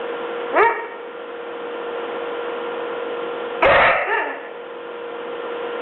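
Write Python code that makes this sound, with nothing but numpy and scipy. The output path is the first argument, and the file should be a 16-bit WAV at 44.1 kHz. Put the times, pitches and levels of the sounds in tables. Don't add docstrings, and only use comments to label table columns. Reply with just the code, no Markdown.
import sys
import numpy as np
from scipy import signal
from scipy.fft import rfft, irfft, next_fast_len
from scipy.io import wavfile
from scipy.ndimage import uniform_filter1d

SR = 44100
rng = np.random.default_rng(int(sys.argv[2]) if len(sys.argv) > 2 else 0)


def unload_wav(signal):
    wavfile.write(
        sys.argv[1],
        SR,
        np.round(np.clip(np.atleast_2d(signal).T, -1, 1) * 32767).astype(np.int16),
    )


N = 256220

# f/Hz, level/dB
MACHINE_TONES = [(337.0, -42), (428.0, -48), (455.4, -47.5), (475.6, -29.5), (523.2, -36.5), (543.7, -57.5),
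                 (576.9, -49.5), (713.6, -46), (808.5, -60.5), (977.7, -47.5), (1026.4, -47), (1379.2, -42),
                 (1426.6, -51.5), (1465.8, -57.5), (1807.4, -50)]
# f/Hz, relative density/dB
FAN_SPECTRUM = [(30, -33.5), (90, -26), (150, -18), (220, -7.5), (330, -2.5), (480, 0), (700, -2.5),
                (1050, -3), (1450, -6.5), (2200, -13.5), (3150, -11.5), (3550, -17), (3800, -29),
                (4100, -34)]
# t/s, pitch/Hz, effort/dB, roughness/0-1, brightness/(dB/octave)
YELP_CONTOUR = [(.527, 257, -30, 0.2, -11), (.548, 290.8, -20.5, .06, -13.5),
                (.566, 322.8, -16.5, 0.25, -1), (.586, 359.8, -10.5, 0.27, -1.5),
                (.6, 392.7, -9, 0.1, -1.5), (.617, 426, -5.5, 0.14, -0.5), (.646, 471.7, -5.5, 0.05, 0),
                (.672, 458, -5.5, 0.11, 1), (.687, 422, -14.5, 0.3, -3), (.702, 344.5, -10, 0.2, 0.5),
                (.716, 309, -19, 0.2, -0.5)]
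SNAP_CONTOUR = [(3.622, 295.6, -16.5, 0.53, -2), (3.634, 334, -10, 0.43, 0.24),
                (3.648, 439, -7.5, .4, 0.87), (3.664, 518, -6, 0.44, -1)]
YIP_CONTOUR = [(4.066, 368.2, -16.5, .2, -2.5), (4.102, 420.2, -9, 0.18, -3.5), (4.14, 464, -9, .2, -1),
               (4.168, 425.3, -9, 0.31, -1.5), (4.192, 366.4, -12.5, .3, 2), (4.212, 320.3, -16, 0.41, -1),
               (4.235, 297.7, -19.5, .5, -9), (4.285, 282.7, -17, .3, -10), (4.335, 264, -29, 0.34, -6.5)]
# f/Hz, width/Hz, relative level/dB
YELP_FORMANTS = [(424.7, 86, 3.5), (636, 162, 1), (946, 114, 3), (1211, 222, -1), (1715, 98, -1.5),
                 (1875, 120, -2), (2229, 150, -4), (2644, 220, -14.5)]
SNAP_FORMANTS = [(410, 140, 1), (640, 150, 2.5), (940, 130, 1), (1210, 190, -.5), (1620, 300, -9.5),
                 (2173, 170, -1), (2480, 300, -4.5), (2790, 190, -7.5)]
BARK_FORMANTS = [(564.7, 78, 4.5), (702.3, 70, 4), (892, 90, 0.5), (1251, 215, -3), (1393, 82, -5.5),
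                 (1733, 170, -5), (1877, 120, -2.5), (2144, 190, -6), (2333, 98, -9.5), (2616, 210, -9)]
YIP_FORMANTS = [(425, 108, -5.5), (710, 200, -3.5), (907, 250, -2.5), (1227, 630, -8), (1745, 240, -1.5),
                (2260, 240, -11.5), (2730, 210, -8.5)]
# delay/s, level/dB
WALL_ECHOES = [(.0063, -16.5), (.014, -13), (.029, -11.5), (0.054, -13.5), (.094, -13), (.148, -18.5)]
# f/Hz, t60/s
YARD_DECAY = [(200, 0.36), (380, 0.66), (560, 1.38), (950, 0.8), (1900, 1.01), (2700, 1.02), (3600, 0.56)]
# centre t/s, length/s, level/dB
TREBLE_SPITS = [(0.615, .008, -57.5), (3.647, 0.049, -57.5), (3.766, .05, -66), (3.816, .026, -69)]


def gain_of(db):
    return 10 ** (np.asarray(db) / 20)


def unit_rms(x):
    return x / np.sqrt(np.mean(x ** 2) + 1e-20)


def log_interp(points, hz):
    f, value = np.transpose(points)
    return np.interp(np.log(hz + 1), np.log(f + 1), value)


def butterworth(x, order, hz, kind="low"):
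    return signal.sosfilt(signal.butter(order, hz, kind, fs=SR, output="sos"), x)


def drift(size, hz):
    span = next_fast_len(size + SR // 2)
    f = np.fft.rfftfreq(span, 1 / SR)
    spectrum = rfft(rng.standard_normal(span)) / (1 + (f / hz) ** 4)
    return unit_rms(irfft(spectrum, span))[:size]


def machine(waver_hz=0.33, flutter=0.017, fan_db=-31):
    t, f = np.arange(N) / SR, np.fft.rfftfreq(N, 1 / SR)
    slip_s = np.cumsum(waver_hz * drift(N, 3.69)) / SR / MACHINE_TONES[0][0]
    tones = np.zeros(N)
    for hz, db in MACHINE_TONES:
        rms = gain_of(db) * (1 + flutter * drift(N, 1.3))
        tones += np.sqrt(2) * rms * np.sin(2 * np.pi * (hz * (t + slip_s) + rng.random()))
    rush = unit_rms(irfft(rfft(rng.standard_normal(N)) * gain_of(log_interp(FAN_SPECTRUM, f)), N))
    return tones + rush * gain_of(fan_db + 0.11 * drift(N, 2.4))


def cry(contour):
    times_s, *controls = np.transpose(contour)
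    t = np.arange(times_s[0], times_s[-1], 1 / SR)
    glides = [np.interp(t, times_s, control) for control in controls]
    return t, *(uniform_filter1d(glide, size=400, mode="nearest") for glide in glides)


def formant(x, hz, width_hz):
    carrier = np.exp(2j * np.pi * np.cumsum(hz) / SR)
    r = np.exp(-np.pi * width_hz / SR)
    return 2 * (carrier * signal.lfilter([(1 - r) ** 2], [1, -2 * r, r * r], x / carrier)).real


def dog(gesture, formants, jitter, doubling, breath, gape, shudder_db, wobble=0.005, quiver=0.033):
    t, pitch_hz, effort_db, rough, bright_db_per_oct = gesture
    size = len(t)
    rough = np.clip(rough, 0, 1)
    waver = 1 + wobble * drift(size, 35) + jitter * rough * drift(size, 180)
    cycles = np.cumsum(pitch_hz * waver) / SR
    folds = unit_rms(sum(np.cos(2 * np.pi * k * cycles + 0.622 * k * k) for k in range(1, 14)))
    folds *= 1 + doubling * rough * np.cos(np.pi * cycles)
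    puffs = unit_rms((0.14 + np.exp(-(cycles % 1) / 0.5)) * rng.standard_normal(size))
    drive = (1 - rough) * folds + breath * rough * puffs
    jaw = 1 + gape * (np.sin(np.linspace(0, np.pi, size)) - 2 / np.pi)
    voice = np.zeros(size)
    for hz, width_hz, db in formants:
        centre_hz = hz * jaw * (1 + quiver * rough * drift(size, 22))
        tilt_db = bright_db_per_oct * np.log2(hz / 1000)
        voice += gain_of(db + tilt_db) * formant(drive, centre_hz, width_hz)
    voice = butterworth(voice, order=8, hz=2950)
    voice = butterworth(voice, order=2, hz=350, kind="high")
    voice /= np.sqrt(uniform_filter1d(voice ** 2, size=900) + 1e-12)
    voice *= gain_of(effort_db + shudder_db * rough * drift(size, 45)) * signal.windows.tukey(size, 0.04)
    return np.pad(voice, (round(t[0] * SR), N))[:N]


def yard(x, tail_db=-11, build_s=0.023):
    taps = rng.standard_normal(SR) * (rng.random(SR) < 0.08)
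    hz, t, bands = signal.stft(taps, SR, nperseg=256)
    bands *= gain_of(-60 * t / log_interp(YARD_DECAY, hz)[:, None]) * (1 - np.exp(-t / build_s))
    response = signal.istft(bands, SR, nperseg=256)[1]
    response *= gain_of(tail_db) / np.linalg.norm(response)
    for delay_s, db in WALL_ECHOES:
        response[round(delay_s * SR)] += gain_of(db)
    return x + signal.fftconvolve(x, response)[:N]


def limiter(x, ceiling_db=-5.0, attack_s=0.0013, recover_db_per_s=7.0):
    level_db = 20 * np.log10(abs(x) + 1e-9)
    recovery_db = np.arange(N) * recover_db_per_s / SR
    held_db = np.maximum.accumulate(level_db + recovery_db) - recovery_db
    pole = np.exp(-1 / (attack_s * SR))
    duck_db = signal.lfilter([1 - pole], [1, -pole], np.minimum(ceiling_db - held_db, 0))
    return np.clip(x * gain_of(duck_db), -gain_of(ceiling_db), gain_of(ceiling_db))


def spits():
    t = np.arange(N) / SR
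    hiss = unit_rms(butterworth(rng.standard_normal(N), order=4, hz=[4500, 7500], kind="band"))
    return hiss * sum(gain_of(db) * np.exp(-(2 * (t - centre_s) / length_s) ** 4)
                      for centre_s, length_s, db in TREBLE_SPITS)


def bark(start_s=3.648, attack_s=0.012, hold_s=0.23, release_s=0.07, sag_db_per_s=26.5,
         first_hz=505, top_hz=609.6, glide_s=0.05, break_s=(0.015, 0.05)):
    corners_s = np.cumsum([0, attack_s, hold_s, release_s])
    age_s = np.arange(0, corners_s[-1], 1 / SR)
    pitch_hz = top_hz + (first_hz - top_hz) * np.exp(-age_s / glide_s)
    effort_db = np.interp(age_s, corners_s, [-7, 6, 6, -15]) - sag_db_per_s * age_s
    rough = np.interp(age_s, break_s, [0.25, 0.93])
    bright_db_per_oct = -2 + 21.5 * age_s
    return start_s + age_s, pitch_hz, effort_db, rough, bright_db_per_oct


def microphone(x, overload=1.45, bias=0.33, smear_hz=900):
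    swing = x / overload + bias
    bent = overload * (swing / (1 + swing ** 4) ** (1 / 4) - bias)
    bent = butterworth(bent, order=1, hz=20, kind="high")
    bent = butterworth(bent, order=4, hz=3450)
    pole = np.exp(-2 * np.pi * smear_hz / SR)
    return signal.lfilter([-pole, 1], [1, -pole], bent)


def scene():
    calls = dog(cry(YELP_CONTOUR), YELP_FORMANTS,
                jitter=0.098, doubling=0.78, breath=1.5, gape=0.0052, shudder_db=4.5)
    calls += dog(cry(SNAP_CONTOUR), SNAP_FORMANTS,
                 jitter=0.11, doubling=0.97, breath=2.2, gape=0.016, shudder_db=4.0)
    calls += dog(bark(), BARK_FORMANTS,
                 jitter=0.14, doubling=1.0, breath=2.7, gape=0.035, shudder_db=2.0)
    calls += dog(cry(YIP_CONTOUR), YIP_FORMANTS,
                 jitter=0.11, doubling=0.52, breath=0.55, gape=0.01, shudder_db=3.5)
    return (yard(calls) + machine())[None]


def record(dry, band_edge_hz=4100):
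    low_pass = signal.firwin(301, band_edge_hz, window=("kaiser", 8), fs=SR)
    narrow = signal.oaconvolve(microphone(dry[0]), low_pass, "same")
    ducked = signal.oaconvolve(limiter(narrow), low_pass, "same")
    return (ducked + spits())[None]


dry = scene()
out = record(dry)
unload_wav(out)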